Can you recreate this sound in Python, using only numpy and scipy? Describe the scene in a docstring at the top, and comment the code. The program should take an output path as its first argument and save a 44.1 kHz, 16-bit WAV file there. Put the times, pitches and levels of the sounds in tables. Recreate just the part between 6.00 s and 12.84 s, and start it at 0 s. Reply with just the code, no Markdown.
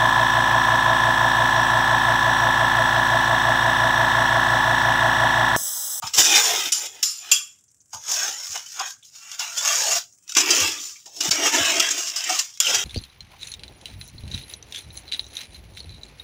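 """A walled yard, where two steel spades turn a heap of stone chips, sand and cement.
Each stroke bites in, grinds chips across the loaded blade (stick-slip noise through the blade's
resonances) and tips them onto the heap (dying showers of contacts), with dull blows in the ground.
Early on a bare blade is knocked three times and rings as a sum of modes; a late knock is damped.
Single chips skip on the steel, loose ones tick throughout, and the walls answer diffusely."""
import sys
import numpy as np
from scipy import signal
from scipy.fft import rfft, irfft, next_fast_len
from scipy.io import wavfile
from scipy.ndimage import uniform_filter1d, minimum_filter1d, map_coordinates

SR = 44100
rng = np.random.default_rng(int(sys.argv[2]) if len(sys.argv) > 2 else 0)


def bounce(signal):
    """Save signal as a 16-bit WAV file at the path given by the first command-line argument."""
    frames = np.transpose(np.atleast_2d(signal))
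    limited = np.clip(frames, -1, 1)
    pcm = np.round(limited * 32767).astype(np.int16)
    wavfile.write(sys.argv[1], SR, pcm)


N = 301644
TIME = np.arange(N) / SR  # s


def amp(db):
    """Decibel law: the amplitude factor of a level in dB."""
    return 10 ** (np.asarray(db) / 20)


def unit(x):
    """Normalization of the power: x scaled to rms 1."""
    return x / np.sqrt(np.mean(x ** 2) + 1e-20)


def along(points, hz):
    """Logarithmic frequency scale: interpolates (frequency [Hz], value) points on it."""
    f, v = np.transpose(points)
    return np.interp(np.log(hz + 1), np.log(f + 1), v)


def wobble(rate, n):
    """Random modulation: a wandering curve through rate random knots a second."""
    knots = 1.15 * rng.standard_normal(int(n * rate / SR) + 2)
    return np.interp(np.arange(n) * rate / SR, np.arange(len(knots)), knots)


def coloured(x, gain):
    """Minimum-phase filtering: x through the causal filter with the given gain of frequency."""
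    m = 2 * next_fast_len(len(x) // 2 + SR // 20)
    log_gain = np.log(np.maximum(gain(np.fft.rfftfreq(m, 1 / SR)), 1e-6))
    # folding the cepstrum onto positive times makes the filter causal
    cepstrum = irfft(log_gain)
    cepstrum[1:m // 2] *= 2
    cepstrum[m // 2 + 1:] = 0
    response = np.exp(rfft(cepstrum))
    return irfft(rfft(x, m) * response, m)[:len(x)]


def shaped(x, spectrum):
    """Spectral shaping: x filtered by (frequency [Hz], level [dB]) points."""
    return coloured(x, lambda hz: amp(along(spectrum, hz)))


def noise(spectrum, n):
    """Stationary random noise: rms 1 with the given spectrum."""
    return unit(shaped(rng.standard_normal(n), spectrum))


def add(track, s, sound):
    """Superposition: mixes a sound into the track at time s."""
    part = track[max(round(s * SR), 0):][:len(sound)]
    part += sound[:len(part)]


def contacts(n, rate, spread_db, sand_db):
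    """Random impulse process: sparse stone contacts of unequal size over a wash of sand."""
    happens = rng.random(n) < rate / SR
    sign = rng.choice([-1, 1], n)
    size = amp(spread_db * np.minimum(rng.standard_normal(n), 2))
    stones = happens * sign * size
    return unit(unit(stones) + amp(sand_db) * rng.standard_normal(n))


def crumbling(ticks, t60):
    """Exponential decay: each contact crumbles into a short puff of fresh grit."""
    # twice 60 dB, because the root below halves the decay
    decay = amp(-120 * TIME[:SR // 16] / t60)
    power = signal.fftconvolve(ticks ** 2, decay)[:len(ticks)]
    return unit(np.sqrt(np.abs(power)) * rng.standard_normal(len(ticks)))


def shifting(x, width_hz, rate, depth_db):
    """Moving excitation: the contact point wanders, so ever different resonances come forward."""
    hz, t, z = signal.stft(x, SR, nperseg=1024)
    knots = rng.standard_normal((400, 64))
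    grid = np.meshgrid(hz / width_hz, t * rate, indexing="ij")
    field = map_coordinates(knots, grid, mode="mirror")
    return signal.istft(z * amp(depth_db * np.clip(field, -2, 2)), SR, nperseg=1024)[1][:len(x)]


def ringing(x, t60, count):
    """Modal response: a struck body answers with many scattered modes, 600 to 8400 Hz."""
    t = TIME[:SR // 8]
    place, phase, size = rng.random((3, count, 1))
    angle = 2 * np.pi * (600 * 14 ** place * t + phase)
    modes = size ** 2 * np.sin(angle.astype(np.float32))
    return unit(signal.fftconvolve(x, modes.sum(0) * amp(-60 * t / t60))[:len(x)])


# steady background of the air in the yard: (frequency [Hz], level [dB per Hz])
AIR_SPECTRUM = [(15, -54.5), (25, -19), (101, 10.5), (879, -14), (1390, -11), (4150, -24.5), (5280, -20),
                (7280, 6.5), (15000, -32.5)]


def air():
    """Stationary random noise: a faint steady background."""
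    return amp(-66) * noise(AIR_SPECTRUM, N)


# stone on stone: (frequency [Hz], level [dB per Hz])
PEBBLE_SPECTRUM = [(200, -38.5), (1500, -19.5), (4300, -21), (5600, -1.5), (7200, 0), (9000, -9.5),
                   (15000, -21.5)]


def loose_chips():
    """Random impulse process: small stones tick against each other throughout."""
    ticks = crumbling(contacts(N, rate=70, spread_db=5, sand_db=-20), t60=.04)
    return amp(-62.5) * unit(shaped(ticks, PEBBLE_SPECTRUM))


RAMP_DB = 32  # a push gains this much over its rise and loses it over its release
GRIND_GROWS, LOAD_GROWS = 0.99, 1.206  # dB of grinding and of hollow load per dB of force
GROUND_DB, GROUND_GROWS = -56.5, 0.96  # ground rumble under a full load, and its dB per dB of load
FULL_LOAD_DB = -30


def effort(pushes):
    """Power addition: the pushes rise, hold and let go, and sum to levels of four ranges.

    Returns the times and the levels of grit, grinding, hollow load and ground rumble."""
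    start = max(min(s - 2 * rise for s, rise, *_ in pushes), 0)
    end = min(max(s + hold + 2 * release for s, _, hold, release, *_ in pushes), N / SR)
    t = np.arange(start, end, 1 / SR)
    power = np.full((3, len(t)), 1e-14)
    for s, rise, hold, release, db, swell_db, grind_db, load_db in pushes:
        ramp = np.maximum((s - t) / rise, 0) + np.maximum((t - s - hold) / release, 0)
        force_db = swell_db * np.clip((t - s) / hold, 0, 1) - RAMP_DB * ramp
        grind_force_db = grind_db + GRIND_GROWS * force_db
        load_force_db = load_db + LOAD_GROWS * force_db
        power += amp(db + np.array([force_db, grind_force_db, load_force_db])) ** 2
    grit, grinding, load = 10 * np.log10(power)
    ground = GROUND_DB + GROUND_GROWS * (load - FULL_LOAD_DB)
    return t, [grit, grinding, load, ground]


# chips on steel: (frequency [Hz], level [dB per Hz])
GRAVEL_SPECTRUM = [(25, -44.5), (50, -22), (85, -13), (220, -10.5), (320, -1.5), (650, -5), (2000, -2.5),
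                   (3200, -0.5), (3750, -4), (4300, -6.5), (5400, 0.5), (7000, -3), (8300, -13),
                   (10200, -21.5), (14500, -20.5), (15300, -16)]


def scrape(t, levels, blade):
    """Stick-slip friction: chips catch and slip on the blade, whose resonances colour the noise."""
    slips = amp(0.66 * wobble(43.78, len(t)) + 1.2 * wobble(220, len(t)))
    force = slips * contacts(len(t), rate=800, spread_db=2.5, sand_db=3.0)
    force = unit(shifting(force, width_hz=125, rate=14, depth_db=4.6))
    force += amp(-19) * ringing(force, t60=0.2, count=70)
    # a lightly loaded blade has less of a hollow low end
    hollow_db = np.interp(levels[2].max(), [-36, -29], [-8, 0])

    def body(hz):
        """Resonance: peaks of power stand on the gravel spectrum."""
        peaks = sum(amp(db + 6.0) ** 2 / (1 + (2 * (hz - fc) / width) ** 2) for fc, width, db in blade)
        hollow = amp(along([(400, hollow_db), (600, 0)], hz))
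        return amp(along(GRAVEL_SPECTRUM, hz)) * np.sqrt(1 + peaks) * hollow

    ranges = [(4200, 20000), (1000, 4200), (290, 1000), (45, 195)]  # Hz: grit, grinding, load, ground
    trims_db = [-0.8, 0.28, -3.0, 0.0]
    out = np.zeros(len(t))
    for (lo, hi), db, trim_db in zip(ranges, levels, trims_db):
        edges = lambda hz: np.sqrt((1 + (lo / (hz + 1)) ** 10) * (1 + (hz / hi) ** 20))
        band = coloured(force, lambda hz: body(hz) / edges(hz))
        out += unit(band) * amp(db + trim_db)
    return out


# hard contact of stone and steel: (frequency [Hz], level [dB per Hz])
CLASH_SPECTRUM = [(200, -49), (900, -26.5), (1300, -11), (2000, -16.5), (2900, -3), (4300, -6.5), (5200, 5),
                  (7200, 2), (8400, -10), (11000, -17), (15000, -17.5)]


def cracks(grit_db):
    """Brittle fracture: single stones crack under the blade, louder the harder it is pushed."""
    ticks = crumbling(contacts(len(grit_db), rate=99, spread_db=3, sand_db=-33), t60=0.041)
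    return unit(shaped(ticks, CLASH_SPECTRUM)) * amp(grit_db - 7)


# pushes of the spades, one list for each stroke: (time of full force [s], rise [s], hold [s],
# release [s], grit level [dB], swell over the hold [dB], grinding relative to grit before trim [dB],
# hollow load relative to grit before trim [dB])
STROKE_PUSHES = [
    [(.03, .015, .05, 0.11, -37, 3, -6.5, -23), (.145, 0.025, 0.039, 0.076, -23, -0.5, -12, -22.5),
     (.18, 0.025, 0.0067, 0.14, -17.5, 9, -9.5, -13), (.26, .1, 0.12, 0.26, -20, 4.5, -4.5, -11),
     (.47, 0.16, .22, .05, -20.5, -9, -3, -9.5), (.78, 0.26, 0.084, 0.076, -36.5, 2.5, -5, -13.5),
     (.96, 0.2, 0.15, .15, -45, -11.5, -3, -5.5), (1.24, 0.16, 0.055, .25, -45, 4, 0, -15)],
    [(1.935, 0.017, 0.034, 0.13, -32, -7, -15.5, -16.5), (2.1, .12, 0.033, 0.14, -23, 2, -14.5, -19),
     (2.17, 0.12, 0.086, 0.37, -27.5, 2.5, -8.5, -14), (2.44, 0.205, .12, .2, -35, 3.5, -16.5, -40),
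     (2.56, .05, 0.01, 0.13, -28, -7.5, -1, -11.5), (2.72, 0.18, .19, .08, -37, 2.5, -30, -35),
     (2.81, 0.1, .03, 0.13, -37, -5, 8.5, -5)],
    [(3.05, 0.022, .03, 0.123, -46.5, -2, -34, -51), (3.155, 0.054, 0.018, .15, -43, 0, -14.5, -40),
     (3.23, 0.18, 0.12, 0.093, -49.5, 11.5, -5.5, -36), (3.4, 0.034, .05, 0.36, -30, -4.5, -2.5, -20),
     (3.55, 0.49, 0.028, 0.13, -34, 5.5, -15, -18.5), (3.66, .16, .08, .1, -21, -1.5, -6, -18.5),
     (3.76, 0.095, 0.21, 0.086, -23, 3, -10, -16)],
    [(4.293, .02, .05, 0.053, -37.5, -4, -18.5, -36), (4.37, 0.024, 0.027, 0.29, -18.5, -3.5, -1, -10),
     (4.5, .16, .14, 0.26, -19, -0.5, -5.5, -11), (4.81, 0.109, 0.051, 0.25, -34.5, 3, -35, -51)],
    [(5.062, 0.01184, 0.009, 0.14, -42.5, -2, -36, -7), (5.17, .1, .03, 0.067, -37, -2.5, -23, -9),
     (5.208, 0.011, 0.13, 0.27, -25, 0.5, -6.5, -14), (5.44, 0.23, 0.037, 0.094, -21.5, 3, -3, -7),
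     (5.55, 0.1, 0.078, 0.3, -20.5, -2.5, -1.5, -4), (5.68, 0.2, 0.17, 0.47, -23.5, -1.5, -2, -9),
     (6, 0.38, 0.099, 0.088, -26.5, -2.5, -14.5, -44), (6.16, 0.15, 0.17, 0.13, -35.5, 8.5, -3, -19),
     (6.31, .08, 0.086, 0.16, -27.5, 3, -11, -30.5)],
    [(6.54, .012, 0.018, 0.11, -42.5, -5.5, -28, -47), (6.61, .015, 0.075, 0.16, -25, 0, -6.5, -28),
     (6.68, 0.055, 0.11, .3, -24, -1, -2, -10.5)],
]
# blade resonances, one list for each stroke, as they shift with its load:
# (frequency [Hz], width [Hz], relative level [dB])
BLADE_RESONANCES = [
    [(710, 38, 1), (2460, 59, 0), (3360, 93, 0.5), (3620, 57, 3), (6020, 220, -31), (6950, 160, -2)],
    [(666, 132, -7.5), (1130, 68, 2.5), (1563, 130, 3), (3470, 63, -13), (5440, 220, -1.5), (6620, 430, 3)],
    [(674, 68, 6.5), (1155, 30, 5.5), (1480, 270, -1), (2360, 65, -3.5), (2742, 19, 7.5), (6800, 500, -1.5)],
    [(270, 110, 10), (1188, 47, 3), (2460, 100, -1.5), (2645, 84, 0.5), (3380, 240, -7), (5950, 93, -3.5),
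     (7080, 92, 2.5)],
    [(291, 69, 7.5), (397, 34, -4.5), (667, 58, 5), (1260, 170, -10.5), (2720, 120, -7), (5660, 120, -10)],
    [(695, 50, -11), (1436, 120, 2), (2730, 140, -1.5), (3390, 420, 1), (5660, 240, -2.5),
     (6960, 300, -5.5)],
]
# top treble of each stroke, the early strokes brighter than the late ones: (level [dB])
SHEEN_LEVELS = [3.5, 2, 1.5, 0.5, -1, 0]


def strokes():
    """Mass loading: each stroke has its own load, and so its own blade resonances."""
    out = np.zeros(N)
    for pushes, blade, sheen_db in zip(STROKE_PUSHES, BLADE_RESONANCES, SHEEN_LEVELS):
        t, levels = effort(pushes)
        sound = scrape(t, levels, blade) + cracks(levels[0])
        add(out, t[0], shaped(sound, [(7500, 0), (10000, sheen_db)]))
    return out


def bursts(events, spectrum, gain_db, rate, ring_db):
    """Impact excitation: each event is a quickly dying shower of contacts and a little ringing."""
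    out, t = np.zeros(N), TIME[:SR // 4]
    for s, db, attack, t60 in events:
        envelope = amp(-60 * t / max(t60, .01)) * (1 - np.exp(-t / attack))
        shower = contacts(len(t), rate, spread_db=-4, sand_db=5.0) * envelope
        hit = unit(shower) + amp(ring_db) * ringing(shower, t60=0.056, count=28)
        add(out, s, amp(db + gain_db) * shower.std() * unit(shaped(hit, spectrum)))
    return out


# the edge meets stones, sharply or with a crunch:
# (time [s], relative level [dB], rise time constant [s], t60 [s])
BITE_EVENTS = [(.022, -22.5, .001, .07), (.067, -14, .002, 0.099), (.135, -6, .003, .08),
               (.171, -1.5, .015, .12), (.254, -1.5, 0.0022, 0.066), (.345, 6, .015, .13),
               (.3995, -8, .0005, 0.037), (.856, -16, .001, .05), (2.661, -20.5, 0.00092, 0.035),
               (2.795, -10, .001, .045), (3.314, -19, 0.00087, 0.055), (3.392, -10.5, .0015, 0.069),
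               (3.574, -7.5, 0.0036, 0.13), (3.908, -5.5, 0.0048, 0.1), (4.278, -21, 0.00059, 0.015),
               (4.293, -17, .0005, .04), (4.3205, -12.5, 0.00045, 0.022), (4.35, -6.5, .0005, 0.041),
               (4.366, 1.5, 0.0023, .1), (4.402, 1.5, .003, 0.057), (4.504, 5, 0.0037, 0.069),
               (4.549, -5, .003, 0.033), (5.057, -27, .001, 0.0555), (5.205, -4, 0.0016, 0.059),
               (5.309, 2.5, .002, .055), (5.656, -9.5, .002, .09), (5.797, 4, 0.0025, 0.049),
               (5.905, -5, 0.0022, 0.093), (6.16, -11, .001, 0.23), (6.239, -9, .0005, 0.042),
               (6.292, -4.5, 0.0065, 0.077), (6.389, 0, 0.0024, 0.054), (6.573, -21, .0005, .02),
               (6.668, -9.5, .001, 0.049), (6.743, 3, .006, 0.063)]


def bites():
    """Impact of hard bodies: the edge bites into stones in dense, bright showers."""
    return bursts(BITE_EVENTS, CLASH_SPECTRUM, gain_db=-9.0, rate=3400, ring_db=-3.0)


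# spadefuls reach the heap: (time [s], relative level [dB], rise time constant [s], t60 [s])
LANDING_EVENTS = [(.022, -18, 0.0013, 0.17), (.171, -19, 0.0013, 0.12), (1.93, -25, 0.0028, 0.15),
                  (2.555, -24, 0.0015, 0.069), (2.798, -15, 0.0019, 0.15), (3.398, -28, .003, 0.29),
                  (4.37, -23, .0015, 0.2), (5.06, -39, .002, 0.13), (6.286, -12.5, 0.0044, 0.18)]
# heap struck by chips: (frequency [Hz], level [dB per Hz])
HEAP_SPECTRUM = [(200, -42), (500, -34), (680, 7.5), (860, 8.5), (1250, 4), (1900, -16.5), (4000, -34),
                 (12000, -56.5)]


def landings():
    """Impact on a granular body: a spadeful lands on the heap with a mid-range patter."""
    return bursts(LANDING_EVENTS, HEAP_SPECTRUM, gain_db=-8.5, rate=2000, ring_db=-2)


# dull blows: (time [s], relative level [dB], rise time constant [s], t60 [s])
THUD_EVENTS = [(.034, -35.5, .004, 0.11), (.172, -36.5, 0.0022, 0.15), (1.94, -46, 0.0044, 0.16),
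               (2.488, -47.5, .004, 0.11), (4.6, -35, 0.0053, 0.24), (5.28, -25, .004, 0.083),
               (5.593, -32, .004, 0.11), (6.75, -44.5, 0.0047, .2)]
# low ground sound: (frequency [Hz], level [dB per Hz])
EARTH_SPECTRUM = [(25, -49.5), (48, -33.5), (78, -1), (120, -3), (190, -10), (400, -28.5), (2000, -65)]


def thuds():
    """Low-pass transmission: dull blows arrive through the ground as bass."""
    return bursts(THUD_EVENTS, EARTH_SPECTRUM, gain_db=1, rate=660, ring_db=-15.5)


# knocks on the blade, damped at once when it is buried:
# (time [s], relative level [dB], gain of modes below 4 kHz [dB], ring t60 [s])
KNOCK_EVENTS = [(0.72, -3.5, -20, 0.42), (1.027, -2.5, -13, 0.47), (1.037, -13.5, -8, 0.066),
                (1.3148, 1.5, 5.5, 0.29), (6.6017, -3, 1, .07)]
# modes of the bare blade: (frequency [Hz], relative level [dB])
STEEL_MODES = [(1160, -22), (1500, -20), (2420, -13.5), (2720, -5.5), (3045, -12), (3335, -3), (4980, -5),
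               (5280, -9), (5580, -22.5), (5850, -29), (6270, -18), (6800, -5), (7080, 5.5), (7200, -1.5),
               (7400, -2.5), (9380, -5.5), (11680, -13.5), (12100, -11.5), (14100, -16)]


def knocks():
    """Modal superposition: after a hard clash the blade's modes ring on, roughened by rattling grit."""
    out, t = np.zeros(N), TIME[:SR // 2]
    for s, db, low_db, t60 in KNOCK_EVENTS:
        ring = np.zeros(len(t))
        for hz, level in STEEL_MODES:
            flutter = .8 * wobble(80, len(t)) + .45 * wobble(450, len(t))  # rad
            detuned_hz = hz * (1 + .0025 * rng.normal())
            phase = 2 * np.pi * (detuned_hz * t + rng.random()) + flutter
            mode_db = level + low_db * (hz < 4000) + 4.5 * wobble(80, len(t))
            ring += amp(mode_db) * np.sin(phase)
        rattle = unit(shifting(noise(CLASH_SPECTRUM, len(t)), width_hz=90, rate=5, depth_db=4.5))
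        tail = (amp(-24.5) * ring + amp(-17.5) * rattle) * amp(-60 * t / t60)
        clash = amp(-16.0) * ring + amp(-5.5) * noise(CLASH_SPECTRUM, len(t))
        clash *= amp(-60 * t / (0.021 + 0.069 * t60))
        onset = 1 - np.exp(-t / (0.0066 * t60))
        add(out, s, amp(db) * onset * (tail + clash))
    # the knocks carry no bass below 900 Hz
    return signal.sosfilt(signal.butter(4, 900, "highpass", fs=SR, output="sos"), out)


# single chips skip on the steel: (time [s], relative level [dB], pitch [Hz])
SKIP_EVENTS = [(1.52, -42, 6800), (1.68, -43.5, 6200), (1.803, -41, 6400), (3.026, -34.5, 3300),
               (4.124, -39, 6600), (4.78, -24, 3530), (4.956, -34, 2380), (6.666, -6.5, 2900)]


def skips():
    """Narrow-band resonance: a lone chip chatters briefly around one pitch."""
    out, t = np.zeros(N), TIME[:SR // 8]
    for s, db, pitch in SKIP_EVENTS:
        resonance = lambda hz: 1 / (1 + ((hz - pitch) / (.08 * pitch)) ** 2)
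        chatter = unit(coloured(rng.standard_normal(len(t)), resonance))
        envelope = amp(db - 10.0 - 60 * t / 0.094) * (1 - np.exp(-t / 0.0012))
        add(out, s, envelope * chatter)
    return out


# reverberation time of the yard: (frequency [Hz], t60 [s])
YARD_DECAY = [(200, 0.63), (2000, 0.057), (7000, 0.44), (15000, 0.21)]


def yard(x):
    """Diffuse reverberation: the brick walls answer after 5 ms with decaying noise."""
    hz, t, z = signal.stft(rng.standard_normal(SR // 2), SR, nperseg=256)
    decay = amp(-60 * t / along(YARD_DECAY, hz)[:, None])
    tail = signal.istft(z * decay, SR, nperseg=256)[1]
    delayed = np.pad(x, (SR // 200, 0))
    return signal.fftconvolve(delayed, tail / np.linalg.norm(tail))[:N]


def scene():
    """Superposition: all the work, its answer from the walls and the air."""
    work = loose_chips() + strokes() + bites() + landings() + thuds() + knocks() + skips()
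    return (work + amp(-22.5) * yard(work) + air())[None]


def record(dry):
    """Gain control: the level dips once briefly, a limiter holds the peaks and the top is cut."""
    dip_db = np.interp(TIME, [5.296, 5.299, 5.306, 5.308], [0, -26, -26, 0])
    x = dry * amp(dip_db)
    needed = 1 / np.maximum(np.abs(x) / .92, 1)
    # the smallest gain nearby, smoothed over 131 samples (3 ms)
    x = x * uniform_filter1d(minimum_filter1d(needed, size=131), size=131)
    return irfft(rfft(x) * (np.fft.rfftfreq(N, 1 / SR) < 15600), N)


dry = scene()
out = record(dry)
bounce(out)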